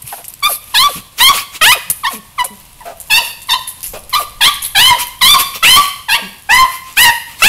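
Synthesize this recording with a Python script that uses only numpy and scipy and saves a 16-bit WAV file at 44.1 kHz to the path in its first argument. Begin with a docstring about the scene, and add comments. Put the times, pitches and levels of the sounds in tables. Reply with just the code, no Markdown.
"""Claws tick on a wooden deck over faint hiss; a paw thuds, and a small excited dog puffs and whimpers.
Then it jumps and yelps, running into a concrete-floored room that rings behind it, and out again.
Each shrill yelp, a tone of the vocal folds shaped by throat and mouth, falls away into a little grunt.
The puffs are turbulent air; claws and paws sound by impact and friction. The close, hand-held
microphone rumbles as it moves, and the loud yelps overload it."""
import sys
import numpy as np
from scipy import signal
from scipy.fft import rfft, irfft
from scipy.io import wavfile
from scipy.ndimage import uniform_filter1d

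SR = 44100
rng = np.random.default_rng(int(sys.argv[2]) if len(sys.argv) > 2 else 0)


def transcribe(signal):
    """Save signal, clipped to [-1, 1], as a 16-bit WAV file at the path in sys.argv[1]."""
    frames = np.atleast_2d(signal).T
    limited = np.clip(frames, -1, 1)
    pcm = np.round(limited * 32767).astype(np.int16)
    wavfile.write(sys.argv[1], SR, pcm)


N = 329868
TIME = np.arange(N) / SR

# background hiss: frequency_hz, gain_db
AIR_SPECTRUM = [(18, -33), (30, 4.5), (133, 2.5), (379, -13), (852, -9), (996, -4), (1360, -15), (2910, -9),
                (6370, -16), (11300, -9.5), (15500, -19)]
# handling rumble: time_s, level_db
RUMBLE_LEVELS = [(0, -58), (2.4, -61), (2.8, -46), (3.8, -57), (3.88, -38), (4.75, -43.5), (5, -44),
                 (7.48, -65)]
# claws on the floor: start_s, level_db, scrape_decay_s
CLAW_STRIKES = [(0.02, -20.5, 0.0062), (0.075, -18, 0.0054), (0.242, -17.5, 0.011), (0.282, -23, 0.012),
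                (0.338, -16.5, 0.0022), (1.9, 6, 0.0053), (1.932, -26, 0.0069), (2.443, -11, 0.012),
                (3.002, -18, 0.0042), (3.418, -23.5, 0.0063), (3.672, -18, 0.023), (3.83, -18, 0.045),
                (4.098, -22, 0.0042), (4.541, -12, 0.0036), (4.62, -16, 0.025), (4.649, -15, 0.012),
                (5.069, -19, 0.0045), (5.88, -16, 0.0045)]
# a claw's click: frequency_hz, gain_db
CLICK_SPECTRUM = [(150, -1), (600, -77), (2000, -4.5), (4500, -4.5), (7500, -3), (11000, 10.5),
                  (13500, 5.5), (16000, -91)]
# soft paw landings: start_s, pitch_hz, level_db
PAW_THUDS = [(0.039, 128, -29), (1.881, 160, -37)]
# puffs of breath: peak_s, rise_s, fall_s, hiss_db, rasp_over_hiss_db
BREATH_PUFFS = [(.1, 0.043, 0.11, -29, -7.5), (.528, 0.05, 0.033, -15.5, -14.5),
                (.96, 0.24, 0.041, -28.5, -2.5), (1.204, 0.02, 0.027, -25, 11.5),
                (1.363, 0.037, 0.05, -22, 6.5), (1.564, 0.03, 0.013, -37, 12.5),
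                (2.135, 0.036, 0.034, -25, -3), (3.25, 0.036, 0.053, -28.5, -8),
                (4.215, 0.072, .025, -26, -1.5), (5.002, 0.016, 0.027, -21, 2.5),
                (5.401, 0.015, 0.014, -12, 0), (5.555, 0.015, 0.015, -36.5, 14),
                (5.83, 0.056, 0.033, -32.5, 8.5), (6.74, 0.072, 0.045, -31.5, -1.5),
                (6.89, 0.053, 0.064, -49, 12.5), (6.974, 0.0094, 0.022, -31, 9),
                (7.15, 0.011, 0.021, -29, -17), (7.3, 0.026, 0.078, -55.5, 19),
                (7.415, 0.022, 0.0053, -31.5, 7.5)]
# air hissing through teeth and nose: frequency_hz, gain_db
HISS_SPECTRUM = [(500, -41), (2000, -70), (4000, 2.5), (7000, -2.5), (9000, 9.5), (11300, 17.5),
                 (13000, 14), (15500, -60)]
# air rasping in the throat: frequency_hz, gain_db
RASP_SPECTRUM = [(200, -6.5), (700, -8), (1200, 5.5), (1600, -5), (2500, 8.5), (3400, 2), (4500, 0.5),
                 (7000, -1.5), (14000, -5)]
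# whimpers and low grunts: start_s, length_s, first_hz, last_hz, level_db, roughness_ratio
WHIMPERS_AND_GRUNTS = [(0.124, 0.022, 990, 702, -19.5, 0.27), (.176, 0.047, 737, 652, -33, 0.38),
                       (.952, 0.06, 183, 136, -28.5, 1.1), (2.13, .078, 236, 194, -29, 0.2),
                       (2.5, 0.064, 220, 192, -33.5, 0.1), (2.804, 0.027, 1023, 827, -31, 0.13),
                       (2.849, 0.0797, 725, 605, -25.5, 0.3), (3.931, 0.053, 624, 579, -24.5, 0.6),
                       (6.217, 0.059, 231, 172, -29.5, 0.28)]
# yelps: start_s, length_s, dip_s, climb_s, break_s, low_hz, top_hz, end_hz, effort_db, open_db,
# shine_db, pierce_hz, break_change_db, grunt_db
# The pitch dips and breaks dip_s and break_s after the start. open_db lifts the mouth resonance near
# 2 kHz and shine_db the partials from 3 kHz up. break_change_db is the change of brightness at the
# break: positive dulls the yelp, negative brightens it.
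YELP_CALLS = [(0.425, 0.062, 0.01, 0.027, 0.048, 1132, 1273, 1216, -8.5, 4, 0, 3980, 14, -21),
              (0.74, 0.14, 0.02, 0.022, 0.091, 830, 1082, 1164, -6.5, -2.5, 4.5, 3760, 9, -23),
              (1.203, 0.12, 0.0014, 0.025, 0.084, 915, 1093, 1143, 0.5, 3, 4, 3570, 12, -26),
              (1.612, 0.13, 0.0094, 0.053, 0.11, 624, 1156, 1301, -1, 1, -1, 3090, -15.5, -20.5),
              (2.033, 0.07, 0.025, 0.0096, 0.041, 888, 1110, 1120, -13, -11, -10, 3550, 2, -29),
              (2.38, 0.051, 0.02, 0.025, 0.035, 981, 1010, 1008, -11, -9.5, -9.5, 2860, 5, -26),
              (3.098, 0.09, 0.015, 0.015, 0.08, 846.4, 919.5, 1040, -9.5, -3.5, 8.5, 2810, 6, -29.5),
              (3.487, 0.072, 0.02, 0.047, 0.046, 899.3, 900, 1046, -11.5, -3, 2.5, 3795, 11, -40),
              (4.127, 0.063, 0.019, 0.029, 0.025, 969, 1140, 1198, -9.5, -2.5, -0.5, 3880, 10, -22),
              (4.407, 0.083, 0.017, 0.028, 0.072, 822.7, 1203, 1213, -5.5, 1, 2, 3320, 4, -73),
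              (4.749, 0.19, 0.015, 0.042, 0.16, 772, 1081, 983, -5.5, 1.5, 1, 3170, 14.5, -28),
              (5.211, 0.16, 0.02, 0.036, 0.133, 969, 1212, 1089, -3.5, 1.5, 6, 3790, 23, -30),
              (5.626, 0.17, 0.0074, 0.026, 0.14, 650.6, 1063, 1171, -2, 3.5, 4, 2960, 8.5, -56),
              (6.083, 0.082, 0.017, 0.042, 0.065, 814.5, 1108, 1163, -11, -3.5, -3, 3100, -14, -30),
              (6.491, 0.162, 0.00051, 0.026, 0.13, 798, 1049, 1045, -4.5, -0.5, -8.5, 2700, 46, -45),
              (6.97, 0.13, 0.0, 0.019, 0.079, 760, 1020, 944.7, -1, 11, 5.5, 2630, 14, -35),
              (7.42, 0.086, 0.00036, 0.031, 0.099, 636, 973, 940, 3.5, -3.5, -2, 2680, -5, -55)]
# the yelps' tone colour (the throat, plus the microphone's lift near 11 kHz): frequency_hz, gain_db
YELP_COLOUR = [(500, -29), (1100, 2.5), (2200, -1), (4200, -3), (5500, -10.5), (7500, -16.5), (11000, -7),
               (15000, -19.5)]
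# how much of the dog's sound reaches the room: time_s, gain_db
ROOM_FEED = [(0, -19), (2.4, -16.5), (3.15, -4.5), (4.15, -12), (4.5, -8), (5.75, -8), (6.15, -6.5),
             (7.48, -13.5)]
# reverberation time: frequency_hz, t60_s
ROOM_DECAY = [(200, 0.65), (1100, 0.55), (3200, 0.56), (12000, 0.6)]
# first reflections from floor, door and walls: delay_s, gain_over_tail_db
EARLY_ECHOES = [(.0041, -4.5), (0.0113, 5.5), (0.0189, -6)]

EDGE_HZ = 15700  # upper band limit
# a yelp scoops down from SCOOP_HZ above its dip, SCOOP_S earlier, and ends by sagging a share in pitch
SCOOP_HZ, SCOOP_S, SAG, SAG_S = 193.7, 0.017, 0.068, 0.0089
# its effort swells at the onset and drops at the release
ONSET_DB, ATTACK_S, RELEASE_DB, RELEASE_S = 15.5, 0.0058, 25, 0.0043
# the voice cracks as it changes register
BREAK_S, BREAK_CRACK, BREAK_CRACK_S = 0.0051, 0.37, .009
# unsteady folds, as shares of the pitch: jitter at rest, jitter added by strain, a slower waver
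JITTER, STRAIN, WAVER, WAVER_HZ = .003, .006, 0.0061, 35
SHIMMER_DB, BREATH_DB = 1.3, -23
# the mouth snaps open and shuts slowly (a skew of 1 is an even arch)
MOUTH_SKEW, USUAL_OPENING, MOUTH_SWING_DB, BRIGHT_SWING_DB = 0.85, 0.97, 4.5, 11
# each partial flutters as the head moves
FLUTTER_DB, FLUTTER_HZ = 3.12, 30.4
# softer yelps are duller: treble dB per dB of effort; the piercing resonance grows as a power of push
TREBLE_PER_EFFORT, USUAL_EFFORT_DB, PIERCE_GROWTH = 0.35, -4.5, 0.28
# after each yelp the voice relaxes into a falling grunt
RELAX_GAP_S, RELAX_S, RELAX_FROM_HZ, RELAX_TO_HZ, RELAX_ROUGH = 0.0036, 0.0354, 830, 442, 0.23


def amp(db):
    """Amplitude ratio of a level in decibels."""
    return 10 ** (np.asarray(db) / 20)


def unit_rms(x):
    """Normalisation to an rms of 1."""
    return x / np.sqrt(np.mean(x ** 2) + 1e-20)


def value_at(points, hz):
    """Interpolation on a log-frequency axis."""
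    f, value = np.transpose(points)
    return np.interp(np.log(hz + 1), np.log(f + 1), value)


def add(mix, start_s, sound):
    """Superposition: a sound joins the mix at start_s."""
    part = mix[max(round(start_s * SR), 0):][:len(sound)]
    part += sound[:len(part)]


def noise(spectrum, size=N):
    """Spectral shaping of white noise, at rms 1."""
    gain = amp(value_at(spectrum, np.fft.rfftfreq(size, 1 / SR)))
    return unit_rms(irfft(rfft(rng.standard_normal(size)) * gain, size))


def wander(hz, size):
    """Random drift: noise low-passed at hz, at rms 1."""
    lowpass = signal.butter(2, hz, fs=SR, output="sos")
    return unit_rms(signal.sosfilt(lowpass, rng.standard_normal(size + SR))[SR:])


def patchy(x, depth_db):
    """Random modulation, as in turbulence: patches of time and frequency swell and fade."""
    bands = signal.stft(x, nperseg=256)[2]
    field = uniform_filter1d(rng.standard_normal(bands.shape), size=7, axis=0)
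    field = unit_rms(uniform_filter1d(field, size=4, axis=1))
    return unit_rms(signal.istft(bands * amp(depth_db * field), nperseg=256)[1][:N])


def background(air_db=-42, rumble_hz=42):
    """Ambient and handling noise: a faint hiss, and the rumble of the moving microphone."""
    air = amp(air_db + wander(14.0, N)) * noise(AIR_SPECTRUM)
    rumble = amp(np.interp(TIME, *np.transpose(RUMBLE_LEVELS))) * wander(rumble_hz, N)
    return air + rumble


def claws(hit_db=-5, grit_db=5.0, patter_per_s=22, patter_db=-38, spread_db=3):
    """Impact and friction: claws strike and skid in gritty bursts, with lighter ticks between."""
    force, t = np.zeros(N), np.arange(SR // 6) / SR
    for start_s, db, decay_s in CLAW_STRIKES:
        add(force, start_s, amp(db + hit_db) * np.exp(-t / decay_s))
    ticks = rng.random(N) < patter_per_s / SR
    tick_db = patter_db + spread_db * np.minimum(rng.exponential(1, N), 3)
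    force += signal.oaconvolve(ticks * amp(tick_db), np.exp(-t / .002))[:N]
    return force * patchy(noise(CLICK_SPECTRUM), grit_db) * amp(grit_db * wander(1040, N))


def paw_thud(hz, db, ring_s=0.01):
    """Damped vibration: a soft pad pushes the floor, which rings for a few cycles."""
    t = np.arange(SR // 8) / SR
    return amp(db) * t / ring_s * np.exp(1 - t / ring_s) * np.sin(2 * np.pi * hz * t)


def puffs(flicker_db=3):
    """Turbulent flow: short swells of breath hiss at teeth and nose and rasp in the throat."""
    hiss, rasp = np.zeros((2, N))
    for peak_s, rise_s, fall_s, hiss_db, rasp_over_hiss_db in BREATH_PUFFS:
        width_s = np.where(TIME < peak_s, rise_s, fall_s)
        swell = amp(hiss_db) * np.exp(-np.square((TIME - peak_s) / width_s))
        hiss += swell
        rasp += swell * amp(rasp_over_hiss_db)
    hiss *= patchy(noise(HISS_SPECTRUM), flicker_db)
    rasp *= patchy(noise(RASP_SPECTRUM), flicker_db)
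    return hiss + rasp


def grunt(length_s, first_hz, last_hz, db, rough, jitter=0.44, rasp_db=-1, fade_db=8, overtone_db=-9.5):
    """Irregular oscillation: slack folds slide down in pitch, with a rasp of air."""
    progress = np.linspace(0, 1, int(length_s * SR))
    n = len(progress)
    hz = first_hz * (last_hz / first_hz) ** progress * (1 + jitter * rough * wander(277, n))
    phase = 2 * np.pi * np.cumsum(hz) / SR
    folds = unit_rms(sum(amp(overtone_db * k) * np.sin((k + 1) * phase) for k in range(4)))
    air = rough * amp(rasp_db) * noise(RASP_SPECTRUM, n)
    return amp(db - fade_db * progress) * (folds + air) * signal.windows.tukey(n, .3)


def yelp(start_s, length_s, dip_s, climb_s, break_s, low_hz, top_hz, end_hz, db, open_db, shine_db,
         pierce_hz, break_change_db, pierce_db=13, width_hz=400, edge_s=.007, bloom_s=0.0028,
         crack_s=0.0063):
    """Source and filter: throat, mouth and microphone colour the harmonics of the vocal folds."""
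    t = np.arange(-edge_s / 2, length_s + edge_s / 2, 1 / SR)
    age, n = np.clip(t, 0, length_s), len(t)
    # the pitch scoops down, climbs and levels off, then breaks into another register and sags
    scoop = (np.maximum(dip_s - age, 0) / SCOOP_S) ** 2
    climb = (np.maximum(age - dip_s, 0) / climb_s) ** 2
    broken = .5 + .5 * np.tanh((age - break_s) / BREAK_S)
    hz = low_hz + SCOOP_HZ * scoop + (top_hz - low_hz) * climb / (1 + climb)
    hz = (hz + broken * (end_hz - hz)) * (1 - SAG * np.exp((age - length_s) / SAG_S))
    hz *= 1 + WAVER * wander(WAVER_HZ, n)

    # the folds shake harder when pushed, and crack at the start, the end and the break
    release = np.exp((age - length_s) / RELEASE_S)
    effort_db = db - ONSET_DB * np.exp(-age / ATTACK_S) - RELEASE_DB * release
    push = np.minimum(amp(effort_db), 1)
    crack = push.max() * (np.exp((t[0] - t) / crack_s) + np.exp((t - t[-1]) / crack_s))
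    crack += BREAK_CRACK * push * np.exp(-np.abs(age - break_s) / BREAK_CRACK_S)
    shake = JITTER + STRAIN * (push + 10 * crack)
    phase = 2 * np.pi * np.cumsum(hz * (1 + shake * wander(110, n))) / SR

    # the opening mouth and rising effort lift the upper partials
    k = np.arange(1, 21)[:, None]
    partial_hz = k * hz
    mouth_band = np.interp(partial_hz, [1200, 2000, 3000, 7000, 11000], [0, 1, 0, 0, .5])
    bright_band = np.interp(partial_hz, [2000, 3000], [0, 1])
    treble_band = np.interp(partial_hz, [4200, 5700], [0, 1])
    pierce_band = 1 / (1 + ((partial_hz - pierce_hz) / width_hz) ** 2)
    opening = np.sin(np.pi * (age / length_s) ** MOUTH_SKEW) - USUAL_OPENING
    gain_db = value_at(YELP_COLOUR, partial_hz)
    gain_db += mouth_band * (open_db + MOUTH_SWING_DB * opening - break_change_db * broken)
    gain_db += bright_band * (shine_db + BRIGHT_SWING_DB * opening - break_change_db * broken)
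    gain_db += pierce_band * pierce_db * push ** PIERCE_GROWTH
    gain_db += treble_band * TREBLE_PER_EFFORT * (np.minimum(effort_db, 0) - USUAL_EFFORT_DB)
    gain_db += FLUTTER_DB * wander(FLUTTER_HZ, gain_db.size).reshape(gain_db.shape)
    # the highest partials bloom only once the folds close fully
    bloom = np.where(partial_hz > 4500, 1 - np.exp((t[0] - t) / bloom_s), 1)
    weights = amp(gain_db) * bloom * (partial_hz < EDGE_HZ)
    weights /= np.sqrt((weights ** 2).sum(0) / 2)

    folds = (weights * np.cos(k * phase + k ** 2)).sum(0) * amp(SHIMMER_DB * wander(117, n))
    folds *= 1 + crack * np.sin(phase / 3)  # subharmonic sidebands
    # air escapes once a cycle, while the folds are open
    breath = amp(BREATH_DB) * noise(YELP_COLOUR, n) * (1 + np.cos(phase))
    taper = signal.windows.tukey(n, 2 * edge_s / (t[-1] - t[0]))
    return start_s + t[0], amp(effort_db) * (folds + breath) * taper


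def room(x, delay_s=.012):
    """Reverberation: a few distinct echoes, and a diffuse tail whose bands die at their own rates."""
    hz, t, bands = signal.stft(rng.standard_normal(SR), SR, nperseg=256)
    decay = amp(-60 * t / value_at(ROOM_DECAY, hz)[:, None])
    tail = signal.istft(bands * decay, SR, nperseg=256)[1]
    response = np.r_[np.zeros(int(delay_s * SR)), tail / np.linalg.norm(tail)]
    for echo_s, db in EARLY_ECHOES:
        response[round(echo_s * SR)] += amp(db)
    return signal.fftconvolve(x, response)[:N]


def scene():
    """Superposition of dog, room and background, the same in both ears."""
    dog = puffs() + claws()
    for start_s, length_s, *voice, grunt_db in YELP_CALLS:
        add(dog, *yelp(start_s, length_s, *voice))
        relaxing = grunt(RELAX_S, RELAX_FROM_HZ, RELAX_TO_HZ, grunt_db, RELAX_ROUGH)
        add(dog, start_s + length_s + RELAX_GAP_S, relaxing)
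    for start_s, *voice in WHIMPERS_AND_GRUNTS:
        add(dog, start_s, grunt(*voice))
    for start_s, hz, db in PAW_THUDS:
        add(dog, start_s, paw_thud(hz, db))
    indoors = amp(np.interp(TIME, *np.transpose(ROOM_FEED)))
    mix = dog + room(dog * indoors) + background()
    return np.array([mix, mix])


def record(dry, ceiling=0.64, asymmetry=0.17):
    """Asymmetric clipping: overload flattens loud peaks and adds a low flutter; a low-pass follows."""
    oversampled = signal.resample_poly(dry, 2, 1, axis=1)
    bent = oversampled - asymmetry * np.minimum(oversampled ** 2, 2)
    clipped = signal.resample_poly(np.clip(bent, -ceiling * (1 + asymmetry), ceiling), 1, 2, axis=1)
    lowpass = signal.firwin(511, EDGE_HZ, window=("kaiser", 8), fs=SR)
    return signal.oaconvolve(clipped, lowpass[None], "same")


dry = scene()
out = record(dry)
transcribe(out)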